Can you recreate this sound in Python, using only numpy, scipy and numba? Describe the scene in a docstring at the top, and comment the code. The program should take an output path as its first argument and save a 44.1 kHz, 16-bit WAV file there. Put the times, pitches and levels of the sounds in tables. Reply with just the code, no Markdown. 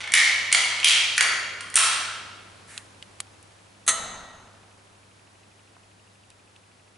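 """A steel selector pin is worked out of a gym weight stack and pushed home, a few metres from the
microphone of a hand-held camera. The plates clank and chatter into a hard, echoing hall; later the cable
snatches the stack up, its stem rings and the frame rumbles. Right at the microphone the camera rubs and
clicks under the fingers and ticks faintly. Ventilation and mains hum fill the room behind."""
import sys
import numpy as np
from scipy import signal
from scipy.fft import rfft, irfft, next_fast_len
from scipy.io import wavfile
from scipy.ndimage import uniform_filter1d, minimum_filter1d
from numba import njit

SR = 44100
rng = np.random.default_rng(int(sys.argv[2]) if len(sys.argv) > 2 else 0)


def wrap_up_sound(samples):
    """Save the sound to the file named by the first command line argument, as 16-bit audio."""
    columns = np.atleast_2d(samples).T
    # keep every value between -1 and 1, then stretch to whole-number steps
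    tamed = np.clip(columns, -1, 1)
    steps = np.round(tamed * 32767).astype(np.int16)
    wavfile.write(sys.argv[1], SR, steps)


N = 307785
TIME = np.arange(N) / SR

# Moves of the pin; its seat in the hole favours one range of the plate's modes: (time [s], favoured
# pitch [Hz], width [octaves], lift [dB], tip ring [dB], relative chatter level [dB], swell [s],
# fade [s], tilt [dB/octave])
PIN_MOVES = [(0, 2100, 0.09, 10, 1.5, -27.5, 0.0033, .045, -3),
             (.138, 2056, 0.16, 17.5, -0.5, -8, 0.018, 0.09, 3),
             (.526, 2100, 0.11, 9.5, 2.5, -20, 0.033, 0.15, 1),
             (.844, 2710, 0.48, 6.5, 0.5, -3.5, 0.033, 0.066, 4),
             (1.2081, 1658, 0.54, 10, 2.5, -18, .015, 0.036, -3.5),
             (1.756, 1410, 0.45, 5, 9, -11.5, 0.027, 0.091, 1.5)]
# Pin on plate, brighter when it glances: (time [s], relative level [dB], tilt [dB/octave])
PIN_KNOCKS = [(.0394, -25.5, -5.5), (.075, -22.5, 1), (.1198, -16, 8.5), (.138, -4, 4), (.1506, -10.5, 9.5),
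              (0.517, -17.5, -1), (.526, -4, 4.5), (.547, -6, 1.5), (.8, -22.5, 6.5), (0.83, -17.5, -0.5),
              (.8444, -4, 7), (.856, -13.5, 6), (1.167, -25, 8), (1.179, -7.5, 4.5), (1.192, -22, -1),
              (1.2081, -5.5, 3.5), (1.226, -16.5, 17), (1.6072, -26.5, 1), (1.7008, -34, 8),
              (1.7409, -21.5, 2.5), (1.7561, -3, 9.5), (1.764, -8.5, 4), (1.7689, -6.5, 6),
              (1.774, -7.5, -0.5), (1.787, -9.5, 7.5)]
# Modes of plate and pin: (frequency [Hz], relative level [dB], t60 [s])
PLATE_MODES = [(752, -11.5, 0.011), (1037, -22, 0.081), (1396, -9, .035), (1510, -17, 0.029),
               (1840, -20.5, 0.035), (1750, -14.5, 0.023), (1935, -8, 0.025), (2207, -3.5, 0.029),
               (2328, -3.5, .04), (2677, 1, 0.012), (2540, 7.5, 0.008), (2882, -3, 0.049), (3143, -4, 0.07),
               (3285, 2, 0.02), (3640, -1.5, 0.011), (3806, -4.5, 0.019), (4020, -4.5, 0.023),
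               (4390, -2, 0.024), (4880, -8.5, .018), (5560, -6.5, 0.028), (6010, 1.5, 0.017),
               (6900, -2, 0.017), (7435, -3, 0.019), (8350, -5.5, 0.019), (8740, -2.5, 0.015),
               (9323, -8.5, 0.035), (9970, -2.5, 0.013)]
# Crack of pin on plate: (frequency [Hz], relative level [dB])
PLATE_CRACK = [(200, -13.5), (500, -15.5), (1100, 1.5), (2500, 8.5), (5000, 5), (9500, -4), (11000, -9)]
# The stem takes up the load: (time [s], relative level [dB])
STEM_JOLTS = [(3.865, -30), (3.878, -10.5), (3.8839, -12), (3.8918, -10.5), (3.9, -34)]
# Crack of stem on pin: (frequency [Hz], relative level [dB])
STEM_CRACK = [(200, -17.5), (500, -10), (700, -4.5), (900, -11), (1300, 3.5), (1600, -5), (1900, 7),
              (2400, -6), (3400, -2), (4200, 3), (4800, -14), (5800, -3.5), (6500, 9), (6950, -3.5),
              (8400, 6.5), (9300, -2.5), (9900, 8.5), (11000, -9.5)]
# Modes of stem and guide rods: (frequency [Hz], relative level [dB], t60 [s])
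STEM_MODES = [(665, -15.5, 0.57), (1222, -17, 1), (1310, -4, 0.48), (1825, -15.5, 1), (1907, -1, 0.51),
              (2660, -15, 1), (2982, -10, 1), (3785, -8.5, 1), (4197, -7, 0.29), (6083, -19, 0.58),
              (6479, 11.5, 0.29), (7180, -14, .45), (7435, 2, 0.42), (7850, -13, 0.26), (8265, -4, .35),
              (8540, -9, 0.39), (9300, -2, .35), (10820, -11, 0.318)]
# Frame and pulleys as the stack rises: (frequency [Hz], relative level [dB])
FRAME_RUMBLE = [(15, -17), (27, 0), (60, -2), (140, -7), (200, 0.5), (350, -15.5), (700, -1), (1500, -4.5),
                (4000, -51)]
# First reflections off floor and frame: (delay [s], relative level [dB])
REFLECTIONS = [(.0035, -18.5), (0.0103, -17), (0.015, -21)]
# Decay of the hall: (frequency [Hz], t60 [s])
HALL_T60 = [(150, 4.4), (700, 1.4), (2000, 1.203), (4000, 1.11), (7000, 0.89), (11000, 0.55)]
# Colour of the hall's echo: (frequency [Hz], relative level [dB])
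HALL_COLOUR = [(100, 3.5), (700, 10.5), (2500, 3), (5000, 4.5), (8000, 0.5), (11000, 0.5)]
# A finger slides on the camera body: (frequency [Hz], relative level [dB])
FINGER_RUB = [(600, -13), (1300, -3), (1900, 3.5), (3200, -7.5), (4400, -10), (6500, -8), (9500, -3.5),
              (11000, -9)]
# Casing clicks at the microphone: (time [s], relative level [dB], pitch [Hz], treble [dB])
CASING_CLICKS = [(2.7775, -30.5, 3550, -4.5), (3.0255, -38, 3100, -13), (3.203, -26.5, 3120, 3.5),
                 (3.427, -51, 8720, -2), (5.766, -50.5, 803, -42), (6.3025, -50.5, 3347, -6.5),
                 (6.5627, -51, 2600, -10.5)]
# Room tone of ventilation and hiss: (frequency [Hz], relative level [dB])
AIR_COLOUR = [(12, -52.5), (20, -21), (69, -18), (81, -7), (103, -8), (124, -12.5), (165, -16), (199, -10),
              (227, -17.5), (259, -15), (428, -17), (514, -17.5), (806, -18), (2030, -23), (11000, -30.5),
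              (14300, -65), (22000, -120)]
# Stereo width of the room tone: (frequency [Hz], side minus mid [dB])
AIR_WIDTH = [(60, -19.5), (190, -8), (600, -0.5), (1100, 0.5), (3500, -3), (11000, -10)]
# Mains hum: (frequency [Hz], relative level [dB])
MAINS_HUM = [(100.3, -64), (200, -80.5)]
# The room tone sinks slowly: (time [s], gain [dB])
ROOM_TONE_GAIN = [(0, 6), (2.7, 6), (3.7, 2.8), (6.98, -0.2)]


def pin(bounces=54, mean_gap_s=.007, dulling_db_per_s=10.5, knock_lift_db=5):
    """The pin knocks and chatters along its hole, in uneven bounces that swell, then weaken and dull."""
    out = np.zeros(N)
    for start, hz, octaves, lift_db, tip_db, db, swell_s, fade_s, tilt_db in PIN_MOVES:
        delays = mean_gap_s * (np.arange(bounces) + rng.uniform(0, 1, bounces))
        force = (1 - np.exp(-(delays / swell_s) ** 2)) * np.exp(-delays / fade_s)
        for delay, gain in zip(delays, force * undb(db)):
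            bounce = clank(hz, octaves, lift_db, tip_db, tilt_db - dulling_db_per_s * delay)
            add(out, start + delay, gain * bounce)
    for start, db, tilt_db in PIN_KNOCKS:
        # a square blow drives the nearest move's favoured modes harder than a bounce does
        _, hz, octaves, lift_db, tip_db, *_ = min(PIN_MOVES, key=lambda move: abs(move[0] - start))
        add(out, start, undb(db) * clank(hz, octaves, lift_db + knock_lift_db, tip_db, tilt_db))
    return thin(out)


def clank(seat_hz, octaves, lift_db, tip_db, tilt_db, detune=.017, vary_db=2, rise_s=.00027):
    """One steel contact: a crack and the plate's modes; the pin's seat decides which speak."""
    def favour_db(f):
        seat = lift_db * bump(f, seat_hz, octaves, steep=3.7)
        tip = tip_db * bump(f, hz=9350, octaves=.25)
        return seat + tip + tilt_db * np.log2(np.maximum(f, 500) / 3000)

    t = TIME[:3000]
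    hz, db, t60 = np.transpose(PLATE_MODES)
    shift, luck = rng.standard_normal((2, len(hz)))
    modes = strike(ring(t, hz * (1 + detune * shift), db + favour_db(hz) + vary_db * luck, t60))
    crack = burst(lambda f: at(f, PLATE_CRACK) + favour_db(f), t60=.023)
    return strike((modes + crack) * (1 - np.exp(-t / rise_s)))


def jolts():
    """The stem jolts against the pin a few times as the cable tightens."""
    out = np.zeros(N)
    for start, db in STEM_JOLTS:
        add(out, start, undb(db) * burst(lambda f: at(f, STEM_CRACK), t60=.081, size=5000))
    return out


def stem(twin_db=-7, split_hz=(3.43, 18.9)):
    """The hardest jolt rings stem and rods; each bends two ways at nearly one pitch, so tones beat."""
    out, t = np.zeros((2, N)), TIME[:50000]
    hz, db, t60 = np.transpose(STEM_MODES)
    tones = ring(t, hz, db, t60)
    twins = [ring(t, hz + rng.uniform(*split_hz, len(hz)), db + twin_db, t60) for _ in range(2)]
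    start, _ = max(STEM_JOLTS, key=lambda jolt: jolt[1])
    add(out, start, tones + np.array(twins))
    return out


def friction(colour, start, rise_s, hold_s, t60, db, side_db):
    """Sliding surfaces make noise of one colour that swells, holds and fades."""
    t = TIME - start
    envelope = np.clip(t / rise_s, 0, 1) * fade(np.maximum(t - rise_s - hold_s, 0), t60)
    mid, side = (unit(noise(N, lambda f: at(f, colour))) for _ in range(2))
    return stereo(mid, undb(side_db) * side) * undb(db) * envelope


def direct_path(x):
    """The straight path from stack to microphone, with the first reflections."""
    out = pan(db=-.7) * x
    for delay, db in REFLECTIONS:
        add(out, delay, undb(db) * x)
    return out


def hall(x, build_s=.0036, side_db=-7, size=65536):
    """The hard walls return a diffuse echo that builds up, then dies fastest in the treble."""
    t, f = TIME[:size], np.arange(size // 2 + 1) * SR / size
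    centres = np.geomspace(100, 12000, 15)
    spectra = rfft(rng.standard_normal((2, size))) * undb(at(f, HALL_COLOUR))
    tail = 0
    for hz, share in zip(centres, np.eye(len(centres))):
        band = irfft(spectra * at(f, np.column_stack([centres, share])), size)
        tail = tail + band * fade(t, at(hz, HALL_T60))
    mid, side = tail * (1 - np.exp(-(t / build_s) ** 2))
    response = stereo(mid, undb(side_db) * side) / np.linalg.norm(mid)
    return signal.fftconvolve(x[None], response, axes=1)[:, :N]


def shifting_hall(x):
    """The man shifts beside the stack with each move, so each meets its own pattern of reflections."""
    times = [move[0] for move in PIN_MOVES]
    return sum(hall(x * np.sqrt(np.interp(TIME, times, share))) for share in np.eye(len(times)))


def camera_clicks(side_db=-9):
    """The casing clicks under the fingers, dry and right at the microphone."""
    out = np.zeros((2, N))
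    for start, db, hz, treble_db in CASING_CLICKS:
        def casing_db(f):
            edge = bump(f, 8750, .25) + .5 * bump(f, 1200, .2)
            return 20 * np.log10(bump(f, hz, octaves=.57) + undb(treble_db) * edge + 1e-4)

        mid, side = (burst(casing_db, t60=.018) for _ in range(2))
        add(out, start, undb(db) * pan(db=-1) * thin(stereo(mid, undb(side_db) * side)))
    return out


def camera_ticks(per_second=12.47, db=-60):
    """The camera's works tick faintly and evenly, close and dead centre."""
    out = np.zeros(N)
    for start in np.arange(.06, TIME[-1], 1 / per_second):
        add(out, start, undb(db) * burst(lambda f: 40 * bump(f, hz=2600, octaves=.34), t60=.035))
    return out


def room_tone(air_db=-59, waver=.076):
    """Ventilation all round the microphone, widest in the middle range, and a wavering mains hum."""
    mid = noise(N, lambda f: at(f, AIR_COLOUR) - 9 * bump(f, hz=100, octaves=.2))
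    side = noise(N, lambda f: at(f, AIR_COLOUR) + at(f, AIR_WIDTH))
    air = undb(air_db) * stereo(mid, side) / mid.std()
    drift = unit(noise(N, lambda f: -40 * np.log10(1 + (f / 3) ** 2)))
    hum = sum(undb(db) * np.sqrt(2) * np.sin(2 * np.pi * hz * TIME) for hz, db in MAINS_HUM)
    return (air + hum * (1 + waver * drift)) * undb(np.interp(TIME, *np.transpose(ROOM_TONE_GAIN)))


def undb(db):
    """Decibels to gain."""
    return 10 ** (np.asarray(db) / 20)


def unit(x):
    """Scale to rms 1."""
    return x / np.sqrt(np.mean(x ** 2))


def strike(x):
    """Scale a blow to rms 1 over its first 5 ms."""
    return x / np.sqrt(np.mean(x[:220] ** 2))


def at(hz, points):
    """Read a table on a log-frequency axis."""
    f, values = np.transpose(points)
    return np.interp(np.log(np.maximum(hz, 1)), np.log(f), values)


def bump(f, hz, octaves, steep=2):
    """A bell on the log-frequency axis, 1 at its centre; a higher steepness flattens its top."""
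    return np.exp(-.5 * np.abs(np.log2(np.maximum(f, 1) / hz) / octaves) ** steep)


def noise(size, colour):
    """White noise filtered by colour(Hz) -> dB."""
    length = next_fast_len(size)
    spectrum = rfft(rng.standard_normal(length))
    return irfft(spectrum * undb(colour(np.arange(len(spectrum)) * SR / length)), length)[:size]


def fade(t, t60):
    """Exponential decay, 60 dB down after t60."""
    return np.exp(-np.log(1000) * t / t60)


def burst(colour, t60, size=3000):
    """The crack of a contact: coloured noise that dies away."""
    return strike(noise(size, colour) * fade(TIME[:size], t60))


def ring(t, hz, db, t60):
    """Sum of decaying modes, each at its own phase."""
    phase = rng.uniform(0, 2 * np.pi, (len(hz), 1))
    return undb(db) @ (np.sin(2 * np.pi * hz[:, None] * t + phase) * fade(t, t60[:, None]))


def thin(x, cut_hz=490):
    """Small parts radiate little bass."""
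    return signal.sosfilt(signal.butter(2, cut_hz, "high", fs=SR, output="sos"), x)


def add(out, start, x):
    """Mix x into out from start, in seconds."""
    i = max(int(start * SR), 0)
    out[..., i:i + x.shape[-1]] += x[..., :N - i]


def pan(db):
    """Channel gains for left minus right in dB."""
    return undb(np.array([[db], [-db]]) / 2)


def stereo(mid, side):
    """Mid and side to left and right."""
    return np.array([mid + side, mid - side])


@njit
def follow(x, attack, release):
    """Envelope that rises quickly and sinks slowly."""
    out, level = np.empty(len(x)), 0.
    for i in range(len(x)):
        level += (x[i] - level) * (attack if x[i] > level else release)
        out[i] = level
    return out


def scene():
    """From the camera position: the steel sounds through the hall; friction and camera stay dry."""
    clanks, snatch, rods = undb(-6) * pin(), undb(-5) * jolts(), undb(-31) * stem()
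    into_hall = undb(1) * clanks + undb(-8) * (snatch + rods.mean(axis=0))
    machine = direct_path(clanks + snatch) + rods + shifting_hall(into_hall)
    rumble = friction(FRAME_RUMBLE, start=3.88, rise_s=.1, hold_s=.12, t60=1.74, db=-43.5, side_db=-24)
    finger = friction(FINGER_RUB, start=2.665, rise_s=.04, hold_s=.065, t60=.34, db=-45.5, side_db=-11)
    return machine + rumble + finger + camera_clicks() + camera_ticks() + room_tone()


def record(dry, limit_db=-7, attack_s=.00066, release_s=.1, ceiling=.8, top_hz=11150):
    """The camera's limiter ducks the loudest clanks and lets the echo swell back; the top is cut."""
    envelope = follow(np.abs(dry).max(axis=0), 1 / (1 + attack_s * SR), 1 / (1 + release_s * SR))
    gain = np.minimum(1, undb(limit_db) / (envelope + 1e-9))
    gain = uniform_filter1d(minimum_filter1d(gain, 24), 24)  # looks half a millisecond ahead
    limited = np.clip(dry * gain, -ceiling, ceiling)
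    return signal.sosfilt(signal.ellip(10, .2, 60, top_hz, fs=SR, output="sos"), limited)


dry = scene()
out = record(dry)
wrap_up_sound(out)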